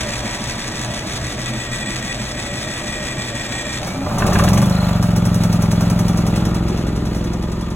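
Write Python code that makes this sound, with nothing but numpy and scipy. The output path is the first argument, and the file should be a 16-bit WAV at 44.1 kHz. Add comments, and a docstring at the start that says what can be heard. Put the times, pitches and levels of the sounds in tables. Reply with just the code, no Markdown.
"""Inverter generator, electric start to idle

Outdoors on a slab beside a lawn, a small generator under two metres from a two-port microphone, in light air.
The starter grinds (noise shaped by worn teeth) and whines (swaying tones) through one compression after another.
The single cylinder catches with short coughs (noise bursts ringing the casing), races, then settles to a thudding
idle: filtered gas pulses, casing taps, hiss, and a knock on each hard firing, about every second cycle.
Towards the end the listener steps round to its side and walks off, to about 4 m, and the sound grows softer."""
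import sys
import numpy as np
from scipy import signal
from scipy.fft import rfft, irfft, next_fast_len
from scipy.io import wavfile
from scipy.ndimage import uniform_filter1d

SR = 44100
rng = np.random.default_rng(int(sys.argv[2]) if len(sys.argv) > 2 else 0)


def materialize(psi):
    """Save the field psi as 16-bit PCM at rate SR to the path in sys.argv[1].

    A 1-D psi becomes a single channel; in a 2-D psi each row is a channel.
    """
    bounded = np.clip(np.atleast_2d(psi).T, -1, 1)
    quanta = np.round(bounded * 32767).astype(np.int16)
    wavfile.write(sys.argv[1], SR, quanta)


N = 341775

# All levels are relative; in spectra only the shape counts wherever a sound is levelled afterwards.
# Light air on the microphone, and a low rumble under the engine: (frequency [Hz], level [dB])
BREEZE_SPECTRUM = [(10, -7), (22, -1), (35, 5), (60, 13), (120, 8), (400, -45)]
# the second is a low unsteady rumble under the engine, rising as the listener moves aside
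BREEZE_DB, ASIDE_RUMBLE_DB = -44, -36
# A puff of wind on the microphone: (time [s], length [s], level [dB])
WIND_PUFF = (1.23, 0.04, -28)
# A shoe brushing the grass: (time [s], length [s], level [dB])
GRASS_SWISH = (7.17, 0.032, -39)

# Microphone ports: (frequency [Hz], lead of the left side [rad])
PORT_PHASE = [(10, 0), (1500, 0), (2500, .9), (3500, 1.4), (4900, 3.14), (6950, 6.28), (8800, 9.25),
              (9450, 9.6), (11200, 12.57), (12600, 15.5), (13650, 15.9), (15000, 18.8), (16500, 18.9)]
# Stereo width of the yard reflections: (frequency [Hz], level [dB])
REFLECTION_WIDTH = [(50, -19), (130, -13), (350, 0), (700, 1), (1400, 2), (2600, 4), (4500, -3),
                    (7000, -10)]
# Listener stepping round the machine: (time [s], distance [m], share of the way to its side)
LISTENER = [(5.5, 1.67, 0.037), (6.0, 1.63, 0.14), (6.45, 1.86, 0.5), (6.8, 2.77, 1), (7.15, 2.88, 0.83),
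            (7.75, 4.1, 0.8)]
# Ground bounce: (distance [m], extra path [m])
GROUND_PATH = [(1.5, 0.466), (2.7, 0.455), (3.9, .32)]
# House wall bounce as the listener walks: (time [s], extra path [m])
WALL_PATH = [(6.1, 3.5), (6.65, 2.85), (7.0, 2.45), (7.4, 1.9), (7.75, 1.8)]
SOUND_M_PER_S, CUTOFF_HZ = 343, 15900
NEAR_M = 1.507  # distance at which the part levels hold
TREBLE_LOST = 0.83  # share of the treble lost when fully aside

# One cranking cycle: (share of the cycle, gear load [dB], speed change [%])
CRANK_CYCLE = [(0, -6, -1.5), (.04, -7, -2.0), (.11, -1, -1.7), (.17, -4, -1.0), (.27, .5, -.2),
               (.55, 0, .4), (.88, 1, .6), (1, -6, -1.5)]
# Starter motor: (time [s], grind level [dB], whine level [dB], gear mesh rate [Hz])
STARTER_COURSE = [(0, -35, -40.5, 1895), (.6, -37, -40.5, 1923), (1.15, -36.5, -44, 1936),
                  (1.65, -38, -36, 1919), (2.6, -37.5, -37.5, 1925), (3.3, -37, -36.5, 1900),
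                  (3.78, -37, -34, 1875)]
# Gear tones: (multiple of the mesh rate, level [dB], random sway [Hz])
GEAR_TONES = [(1, -1, 12), (1.263, -5.5, 22), (1.812, -7.5, 55), (4.059, -4.5, 110)]
# Grinding teeth: (frequency [Hz], level [dB])
GRIND_SPECTRUM = [(250, -0.5), (600, 11.5), (1000, 5.5), (1500, 7), (2300, 6.5), (2900, 1), (3400, 5),
                  (4500, 4), (6200, 3.5), (7300, -2), (7800, 3.5), (9400, -1), (12000, -15.5),
                  (16000, -18.5)]
# Low rumble while cranking: (frequency [Hz], level [dB])
RUMBLE_SPECTRUM = [(12, -18), (30, -3), (65, -0.5), (88, -10.5), (125, 5.5), (170, -11), (220, 0),
                   (270, -8.5), (320, -4.5), (420, -14.5), (800, -18), (2000, -45.5)]
# Air drawn and pushed while cranking: (share of the cycle, length [share], pitch [Hz], width [Hz], level [dB])
GULPS = [(0.27, 0.16, 124, 6, -33.5), (0.53, 0.075, 160, 4.4, -39), (0.25, 0.057, 205, 25, -27.5)]
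# Low growl that comes and goes: (time [s], level [dB])
GROWL_LEVEL = [(.05, 2), (.45, -8), (.75, -13), (.9, 1), (1.05, -7), (1.3, -4), (1.7, -5.5), (2.7, -2.5),
               (3.8, -2)]
GROWL_HZ, GROWL_DB, GROWL_WANDER_HZ, GROWL_SWAY_HZ = 612.7, -34, 20, 18
# Brief whistles and rings: (start [s], length [s], start pitch [Hz], end pitch [Hz], sway [Hz], level [dB])
WHISTLES = [(-.4, 1.74, 955, 985, 22, -42), (.17, .09, 3280, 3330, 60, -42),
            (3.772, .04, 3480, 3560, 50, -38), (3.86, .14, 2225, 2400, 3, -38.5),
            (3.94, .21, 2390, 2420, 6, -45), (3.92, .17, 258, 282, 4, -26), (4.15, .3, 395, 410, 30, -30),
            (4.12, .07, 585, 615, 4, -28)]
# While cranking, the piston passes compression at an even pace
FIRST_COMPRESSION_S, CRANK_PERIOD_S = .052, .163
PINION_TEETH = 27
PINION_WOBBLE = 0.37  # share by which the whine swells once per pinion turn
WHINE_FOLLOWS_LOAD = .9  # whine dB per dB of gear load
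RELEASE_S = 3.767  # the engine outruns the starter, which fades
GRIND_FADE_DB_PER_S, WHINE_FADE_DB_PER_S = 33, 394

# Short coughs of gas as the engine catches: (time [s], peak level [dB], strongest frequency [Hz])
POPS = [(4.063, -12, 800), (4.110, -19, 850), (4.175, -17, 950), (4.205, -15, 900), (4.221, -7, 1150),
        (4.252, -15, 800), (4.283, -14, 600), (4.321, -11, 950), (4.354, -11, 1150), (4.393, -7, 1300),
        (4.422, -13, 800), (4.445, -13, 750), (4.478, -12, 1900), (4.529, -14, 800), (4.572, -17, 1500),
        (4.625, -15, 900)]
POP_RISE_S, POP_DECAY_S = .0007, .005
# Casing modes: (frequency [Hz], level [dB], time to fall 60 dB [s])
CASING_MODES = [(601, -3.5, 0.096), (719, -9, 0.076), (804, -4.5, 0.027), (1013, -3, 0.032),
                (1200, -3.5, 0.067), (1399.4, -7.5, 0.061), (1827, -9.5, 0.045), (2366, -17, 0.047),
                (3390, -11.5, 0.099)]

# Engine speed: (time [s], four-stroke cycles per second [1/s])
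SPEED = [(3.8, 4.91), (4.0, 4.9), (4.15, 8.98), (4.35, 17.78), (4.5, 21.45), (4.62, 25.07), (4.73, 25.83),
         (4.89, 23.9), (5.05, 22.05), (5.35, 22.01), (5.65, 21.23), (6.0, 22.11), (6.3, 21.35), (6.6, 21.8),
         (7.15, 21.33), (7.4, 21.9), (7.6, 21.45), (7.75, 21.35)]
# Governor opens up, shuts on the overshoot and settles:
# (time [s], throttle: higher is more open, about -0.4 at the settled idle, below -1 shut)
THROTTLE = [(4.03, 0.44), (4.2, 0.9), (4.39, 0.72), (4.6, 0.28), (4.72, -1.34), (4.9, -1.35), (5.03, -0.46),
            (5.3, -0.36)]
FIRST_FIRING_S, IDLE_PER_S = 3.8696, 21.7
# Runs of hard firings counted from the first firing: (first cycle, last cycle, step [cycles], level [dB])
HARD_RUNS = [(0, 2, 2, 0), (3, 10, 1, .5), (11, 12, 1, -6), (20, 23, 3, 0), (25, 53, 2, 0), (56, 78, 2, -1)]
# Intake pulse after the exhaust pulse: (throttle, level against it [dB], delay [share of the cycle])
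INTAKE = [(-1, -9, .41), (-.4, -6, .385), (0, -6, .385), (.4, 3, .345)]
EXHAUST_SHARE = .365  # share of the cycle at which the exhaust valve opens
# Loudness of exhaust thud, case panels, valve clatter, gas rush and knock, in that order:
# (level at idle speed and throttle 0 [dB], per doubling of speed [dB], per unit of throttle above 0 [dB],
# per unit below 0 [dB], more from the side [dB])
PART_LEVELS = [(-12.5, 7, 2, -2.5, -4), (-29.5, 4, 5.5, -3.5, 10), (-30, 2.5, 8.5, 2.5, -0.5),
               (-38.5, 5, 10.5, 3, 3.5), (-20, 3, 5, 1.5, -1)]
# Exhaust boom: (frequency [Hz], level [dB])
MUFFLER_SPECTRUM = [(12, -32), (22, -21), (43, -22), (66, -10), (87, -1.5), (112, -3.5), (130, -6),
                    (150, -8), (174, 0), (195, -4), (217, -7.5), (242, -21), (400, -36), (900, -55)]
# Exhaust note heard from the side: (frequency [Hz], level change [dB])
SIDE_COLOUR = [(65, 14), (108, -3), (130, 8.5), (152, -7), (190, 5), (217, 3), (240, 6), (300, 0.5)]
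# Machine kicking on its feet: (frequency [Hz], level [dB])
MOUNTS_SPECTRUM = [(12, -27), (35, -23), (58, 11.5), (85, 9), (120, -1), (150, 4.5), (220, -8), (900, -62)]
# Case panels: (frequency [Hz], level [dB])
PANELS_SPECTRUM = [(150, -37), (235, -4), (280, 1.5), (301, 5), (323, 2), (345, 2.5), (366, 3.5), (395, -2),
                   (425, -4), (480, -6), (560, -12), (800, -35)]
# Valve clatter: (frequency [Hz], level [dB])
CLATTER_SPECTRUM = [(300, -12), (480, 3), (600, 7.5), (800, 4), (1050, 3), (1220, 2.5), (1400, 1),
                    (1600, -9), (1900, -29), (2700, -23), (5000, -32)]
# Cooling air and gas rush: (frequency [Hz], level [dB])
HISS_SPECTRUM = [(900, 7), (1900, 6), (2800, 3), (3400, 1), (4400, 3.5), (5900, -1), (8400, -2),
                 (11000, -7), (16000, -12)]
# Combustion knock, also used for the brushed grass: (frequency [Hz], level [dB])
KNOCK_SPECTRUM = [(800, 10.5), (1500, 1), (2600, -4.5), (4400, -3), (5900, 5), (7300, -4.5), (8500, 4),
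                  (11000, -5), (16000, -9.5)]
# Piston and valve taps on the casing: (share of the cycle, level [dB])
TAPS = [(.06, -4), (.29, 0), (.43, -3.5), (.66, -2.5), (.8, -4)]
# Air chirping past the closing throttle: (time [s], pitch [Hz], level [dB])
CHIRP = [(4.62, 3400, -42), (4.66, 3420, -34), (4.69, 3450, -38), (4.72, 4050, -31), (4.77, 4100, -27.5),
         (4.85, 4100, -27.5), (4.95, 4050, -46)]
SHAKE_DB, SHAKE_OPEN_DB = -30, 6
KICK_SPREAD_DB, RATTLE_SPREAD_DB = 1.0, 2.2
PANEL_NOISE, CLATTER_NOISE, TAP_SHARE = .75, .85, 1.0  # strength against the pulses


def from_db(db):
    """Decibels to gain."""
    return 10 ** (np.asarray(db) / 20)


def rms_one(x):
    """Scale to rms 1."""
    return x / np.sqrt(np.mean(x ** 2) + 1e-20)


def seconds():
    """The time of every sample."""
    return np.arange(N) / SR


def read(rows, at):
    """The columns of a table, joined by straight lines."""
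    key, *columns = np.transpose(rows)
    return [np.interp(at, key, c) for c in columns]


def gain_at(points, hz):
    """Gain of a spectrum at any frequency, joined in dB over log frequency."""
    f, db = np.transpose(points)
    return from_db(np.interp(np.log(hz + 1e-3), np.log(f), db))


def colour(x, points):
    """Causal (minimum-phase) filter with the given spectrum."""
    size = 2 * next_fast_len(N // 2 + SR // 4)
    hz = np.arange(size // 2 + 1) * SR / size
    cepstrum = irfft(np.log(gain_at(points, hz)))
    # fold the cepstrum onto positive time
    cepstrum[1:size // 2] *= 2
    cepstrum[size // 2 + 1:] = 0
    return irfft(rfft(x, size) * np.exp(rfft(cepstrum)))[:N]


def noise(points):
    """Coloured noise of rms 1."""
    return rms_one(colour(rng.standard_normal(N), points))


def drift(rate):
    """Random wander of rms 1 with the given number of knots per second."""
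    knots = rng.standard_normal(N // 10)
    return rms_one(np.interp(seconds() * rate, np.arange(len(knots)), knots))


def tone(hz, sway_hz):
    """A sine of rms 1 whose pitch sways at random."""
    swaying_hz = hz + sway_hz * drift(4 * abs(sway_hz) + 20)
    return np.sqrt(2) * np.sin(2 * np.pi * np.cumsum(swaying_hz) / SR)


def even(x):
    """Hold the level near 1 over a few engine cycles."""
    power = uniform_filter1d(uniform_filter1d(x ** 2, size=4064), size=4064)
    return x / np.sqrt(np.abs(power) + 1e-3 * np.mean(x ** 2))


def bump(s, length_s, db):
    """A single smooth rise and fall of level."""
    return from_db(db) * np.exp(-.5 * ((seconds() - s) / length_s) ** 2)


def swell(cycle, centre, length):
    """A smooth bump once in every cycle."""
    return np.exp(-.5 * (((cycle - centre + .5) % 1 - .5) / length) ** 2)


def bursts(rows, rise_s, decay_s):
    """Envelope of blows that swell quickly and die away."""
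    out, age = np.zeros(N + SR), np.arange(SR // 4) / SR
    blow = (1 - np.exp(-age / rise_s)) * np.exp(-age / decay_s)
    for s, db in rows:
        at = int(s * SR)
        out[at:at + len(age)] += from_db(db) * blow
    return out[:N]


def strokes(cycle, share, spread_db):
    """A click each time the cycle passes the given share, at a strength that varies at random."""
    clicks = np.diff(np.floor(cycle - share), prepend=np.floor(cycle[0] - share))
    return clicks * from_db(spread_db * rng.standard_normal(N))


def diffuse(x, t60):
    """A dense, dying response: many panel modes, or many small reflections."""
    age = np.arange(SR // 3) / SR
    response = rng.standard_normal(len(age)) * from_db(-60 * age / t60)
    return signal.oaconvolve(x, response / np.linalg.norm(response))[:N]


def shifting(x, t60):
    """Two blends of panel modes trade places slowly, so the tone keeps shifting."""
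    angle = 2.477 * seconds() + 0.79 * drift(1.952)
    return np.cos(angle) * diffuse(x, t60) + np.sin(angle) * diffuse(x, t60)


def ring(clicks, hz, t60):
    """A unit click sets a decaying sine of height 1 ringing in a two-pole resonator."""
    r, w = from_db(-60 / (t60 * SR)), 2 * np.pi * hz / SR
    return signal.lfilter([0, np.sin(w)], [1, -2 * r * np.cos(w), r * r], clicks + 1e-18)


def low_air():
    """Light air with one puff, and a low unsteady rumble under the engine, rising as the listener moves aside."""
    aside = read(LISTENER, seconds())[1]
    level = from_db(BREEZE_DB) + from_db(ASIDE_RUMBLE_DB) * aside + bump(*WIND_PUFF)
    return level * noise(BREEZE_SPECTRUM)


def grass_swish():
    """A shoe brushes the grass: one short swell of bright noise."""
    return bump(*GRASS_SWISH) * noise(KNOCK_SPECTRUM)


def yard(x, echo_db, t60, blur_db=-11):
    """Slab and wall scatter a little sound back; two close microphone ports hear the treble out of step."""
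    size = next_fast_len(N + SR // 4)
    hz = np.arange(size // 2 + 1) * SR / size
    half = read(PORT_PHASE, hz)[0] / 2
    direct = rfft(x, size)
    near, wide, stray_mid, stray_side = (rfft(diffuse(x, t60), size) for _ in range(4))
    # sound from other directions tells most where the ports are neither in step nor opposed
    blur = from_db(blur_db) * np.abs(np.sin(2 * half))
    mid_echo = from_db(echo_db) * near * np.minimum(1, hz / 700)
    side_echo = from_db(echo_db) * wide * gain_at(REFLECTION_WIDTH, hz)
    mid = np.cos(half) * (direct + mid_echo) + blur * stray_mid
    side = 1j * np.sin(half) * direct + side_echo + blur * stray_side
    mid, side = irfft(mid, size)[:N], irfft(side, size)[:N]
    return np.array([mid + side, mid - side])


def bounce(x, extra_m, share):
    """A delayed reflection whose comb peaks rise in pitch as its extra path shortens."""
    t = seconds()
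    reflected = np.interp(t - extra_m / SOUND_M_PER_S, t, x)
    return (x + share * reflected) / np.hypot(1, share)


def turned_away(x, edge_hz=7500):
    """The top of the treble is shaded once the generator is off to the side."""
    treble = signal.sosfilt(signal.butter(1, edge_hz, "high", fs=SR, output="sos"), x)
    aside = read(LISTENER, seconds())[1]
    return x - np.clip(TREBLE_LOST * aside, 0, 1) * treble


def whistles():
    """Brief gliding tones swell and fade, mostly as the starter takes up and lets go."""
    out = 0
    for start, length, start_hz, end_hz, sway_hz, db in WHISTLES:
        along = np.clip((seconds() - start) / length, 0, 1)
        glide_hz = start_hz + (end_hz - start_hz) * along
        out = out + from_db(db) * np.sin(np.pi * along) * tone(glide_hz, sway_hz)
    return out


def worn_teeth(turns):
    """The same rough tooth faces come round on every turn of the pinion."""
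    faces = rng.standard_normal(600)
    return rms_one(np.interp(turns % 1 * len(faces), np.arange(len(faces)), faces))


def gear_grind(turns, bite, load_db, grind_db):
    """Rough teeth and noise scrape; the treble follows the load far more than the bass."""
    grind = rms_one(colour(.5 * worn_teeth(turns) + rng.standard_normal(N), GRIND_SPECTRUM))
    treble = signal.sosfilt(signal.butter(1, 1800, "high", fs=SR, output="sos"), grind)
    bass = grind - treble
    return from_db(grind_db + 8.0) * (treble * bite * from_db(load_db) + bass * from_db(0.011 * load_db))


def gear_whine(mesh_hz, pinion, load_db, whine_db):
    """Tones at multiples of the mesh rate swell with the load and once per pinion turn."""
    tones = sum(from_db(db) * tone(k * mesh_hz, sway_hz) for k, db, sway_hz in GEAR_TONES)
    level_db = whine_db + WHINE_FOLLOWS_LOAD * load_db + 3.4 * drift(60) + 0.54 * drift(8.53)
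    return tones * from_db(level_db) * (1 + PINION_WOBBLE * np.cos(pinion))


def cranking_air(cycle):
    """The piston draws and pushes air: low tones swell once per compression."""
    out = 0
    for at, length, hz, width_hz, db in GULPS:
        out = out + from_db(db + 1.3 * drift(9.7)) * swell(cycle, at, length) * tone(hz, width_hz)
    return out


def starter_growl(cycle):
    """A low, wandering tone swells just after each compression."""
    level = from_db(GROWL_DB + read(GROWL_LEVEL, seconds())[0]) * (0.4 + swell(cycle, 0.12, 0.13))
    return level * tone(GROWL_HZ + GROWL_WANDER_HZ * drift(6.1), GROWL_SWAY_HZ)


def starter(chatter_db=-0.5, grit_db=3.0):
    """The gears grind and whine under load, slow down at each compression and go slack just after it."""
    t = seconds()
    cycle = (t - FIRST_COMPRESSION_S) / CRANK_PERIOD_S
    load_db, speed_percent = read(CRANK_CYCLE, cycle % 1)
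    grind_db, whine_db, mesh_hz = read(STARTER_COURSE, t)
    mesh_hz = mesh_hz * (1 + speed_percent / 100)
    turns = np.cumsum(mesh_hz / PINION_TEETH) / SR + .03 * drift(40)
    pinion = 2 * np.pi * turns
    # the bite varies once per pinion turn, and at random
    bite = from_db(chatter_db * np.cos(pinion) + grit_db * drift(350))
    cranking = gear_grind(turns, bite, load_db, grind_db) + cranking_air(cycle) + starter_growl(cycle)
    cranking = cranking + from_db(-28.5) * noise(RUMBLE_SPECTRUM)
    whine = gear_whine(mesh_hz, pinion, load_db, whine_db)
    released_s = np.maximum(0, t - RELEASE_S)
    return from_db(-GRIND_FADE_DB_PER_S * released_s) * cranking + from_db(-WHINE_FADE_DB_PER_S * released_s) * whine


def pops(ring_db=-35):
    """Short coughs of gas, sometimes several in one cycle, set the casing ringing as the engine catches."""
    out, age = np.zeros(N), np.arange(SR // 8) / SR
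    envelope = (1 - np.exp(-age / POP_RISE_S)) * np.exp(-age / POP_DECAY_S)
    for s, peak_db, hz in POPS:
        cough = rng.standard_normal(len(age)) * envelope
        body = sum((-1) ** k * from_db(db) * ring(cough, mode_hz, t60)
                   for k, (mode_hz, db, t60) in enumerate(CASING_MODES))
        band = signal.butter(2, [hz / 1.6, hz * 1.6], "band", fs=SR, output="sos")
        pop = signal.sosfilt(band, cough + from_db(ring_db) * body)
        out[int(s * SR):][:len(age)] += from_db(peak_db) * pop / np.abs(pop).max()
    return out


def engine_cycle(per_s):
    """Count four-stroke cycles from the first firing; also list the hard firings as (time [s], level [dB])."""
    t, cycle = seconds(), np.cumsum(per_s) / SR
    cycle = cycle - np.interp(FIRST_FIRING_S, t, cycle)
    firings = []
    for first, last, step, db in HARD_RUNS:
        firings += [(np.interp(k, cycle, t), db) for k in range(first, last + 1, step)]
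    return cycle, firings


def part_gains(per_s, throttle):
    """Each part's loudness follows speed and throttle, and where the listener stands."""
    distance_m, aside = read(LISTENER, seconds())
    doublings = np.log2(per_s / IDLE_PER_S)
    above, below = np.maximum(throttle, 0), np.maximum(-throttle, 0)
    gains = []
    for base_db, speed_db, above_db, below_db, side_db in PART_LEVELS:
        level_db = base_db + speed_db * doublings + above_db * above + below_db * below + side_db * aside
        gains.append(from_db(level_db) * NEAR_M / distance_m)
    return gains


def throttle_chirp(cycle):
    """Air chirps past the closing throttle on each intake: a swaying tone gated by the cycle."""
    t = seconds()
    chirp_hz, chirp_db = read(CHIRP, t)
    active = (t > CHIRP[0][0]) * (t < CHIRP[-1][0])
    return from_db(chirp_db) * active * swell(cycle, .82, .07) * tone(chirp_hz, 130)


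def gas_rush(cycle):
    """Cooling air and gas hiss: unsteady noise that swells once per cycle."""
    return from_db(2.4 * drift(150)) * noise(HISS_SPECTRUM) * (1.05 + 0.33 * swell(cycle, 0.12, 0.46))


def casing(clicks, spread_db):
    """Every tap strikes each mode of the casing with a strength of its own."""
    out = 0
    for k, (hz, db, t60) in enumerate(CASING_MODES):
        struck = clicks * from_db(db + spread_db * rng.standard_normal(N))
        out = out + (-1) ** k * ring(struck, hz, t60)
    return out


def valve_clatter(cycle, per_s, throttle, pulses, hard, ragged_db=0.9):
    """Valves and gas rush rattle the case in step with the pulses, more unevenly far from throttle 0."""
    rattle = (1 + .9 * swell(cycle, .36, .12) + .5 * hard) * from_db(RATTLE_SPREAD_DB * drift(110))
    taps = sum(from_db(db) * strokes(cycle, at, spread_db=1) for at, db in TAPS) * (1 + .5 * hard)
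    clatter = even(colour(shifting(pulses, t60=0.4), CLATTER_SPECTRUM))
    clatter = clatter + CLATTER_NOISE * even(rattle * noise(CLATTER_SPECTRUM))
    tapping = TAP_SHARE * np.minimum(per_s / IDLE_PER_S, 1) ** 2 * even(casing(taps, spread_db=5))
    distance_m = read(LISTENER, seconds())[0]
    clatter = bounce(clatter + tapping, read(GROUND_PATH, distance_m)[0], share=.3)
    return even(clatter * from_db(ragged_db * throttle * drift(130)))


def case_panels(pulses, panel_gain):
    """The gas pulses shake the case panels, whose noise also bounces off the house wall."""
    shaken = pulses + .5 * shifting(pulses, t60=0.27)
    panels = even(colour(shaken, PANELS_SPECTRUM)) + PANEL_NOISE * noise(PANELS_SPECTRUM)
    return bounce(panel_gain * even(panels), read(WALL_PATH, seconds())[0], share=.3)


def exhaust(cycle, per_s, throttle, hard, kick_db=-14):
    """Exhaust and intake pulses boom through the muffler; returns the bare pulses and their boom."""
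    intake_db, intake_after = read(INTAKE, throttle)
    pulses = strokes(cycle, EXHAUST_SHARE, spread_db=.4) * (1 + .3 * hard)
    pulses = pulses + strokes(cycle - intake_after, EXHAUST_SHARE, spread_db=.5) * from_db(intake_db)
    # puffs of gas have soft edges
    pulses = signal.sosfilt(signal.butter(2, 3500, fs=SR, output="sos"), pulses)
    # the gas flow is ragged until the engine is up to speed
    turbulence = from_db(np.interp(per_s, [9, 17, 21], [6, -10, -21]))
    # a hard firing also kicks the whole machine on its feet
    kicks = rms_one(colour(strokes(cycle, .16, spread_db=KICK_SPREAD_DB) * hard, MOUNTS_SPECTRUM))
    boom = even(colour(pulses, MUFFLER_SPECTRUM))
    boom = even(boom + from_db(kick_db) * kicks + turbulence * noise(MUFFLER_SPECTRUM))
    aside = read(LISTENER, seconds())[1]
    return pulses, (1 - aside) * boom + aside * colour(boom, SIDE_COLOUR)


def engine():
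    """The gas pulses thud and shake the case, valves tap the casing; hard firings add a bright knock."""
    t = seconds()
    per_s, throttle = read(SPEED, t)[0], read(THROTTLE, t)[0]
    thud_gain, panel_gain, clatter_gain, rush_gain, knock_gain = part_gains(per_s, throttle)
    cycle, firings = engine_cycle(per_s)
    # no two cycles take quite the same time
    cycle = cycle + .003 * drift(20)
    hard = bursts(firings, rise_s=0.0026, decay_s=0.016)
    pulses, boom = exhaust(cycle, per_s, throttle, hard)
    # the machine shakes once per crankshaft turn, twice per cycle
    shake_gain = from_db(SHAKE_DB + SHAKE_OPEN_DB * np.maximum(throttle, 0)) * per_s / IDLE_PER_S
    running = thud_gain * boom + shake_gain * tone(2 * per_s, 0) + case_panels(pulses, panel_gain)
    running = running + clatter_gain * valve_clatter(cycle, per_s, throttle, pulses, hard)
    running = running + rush_gain * gas_rush(cycle) + throttle_chirp(cycle)
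    knock = knock_gain * noise(KNOCK_SPECTRUM) * bursts(firings, rise_s=0.00052, decay_s=0.016)
    return np.interp(t, [3.78, 3.83], [0, 1]) * running + knock


def scene():
    """Starter, first pops and running engine, outdoors in light air; the listener walks off over the grass."""
    generator = turned_away(starter() + whistles() + pops() + engine())
    return yard(generator + grass_swish(), echo_db=-12, t60=.2) + low_air()


def record(dry):
    """The deepest bass is dropped, peaks are clipped under full scale, the top is cut."""
    x = signal.sosfilt(signal.butter(1, 8, "high", fs=SR, output="sos"), dry)
    top_cut = signal.ellip(10, .2, 80, CUTOFF_HZ, fs=SR, output="sos")
    return signal.sosfilt(top_cut, np.clip(x, -.97, .97))


dry = scene()
out = record(dry)
materialize(out)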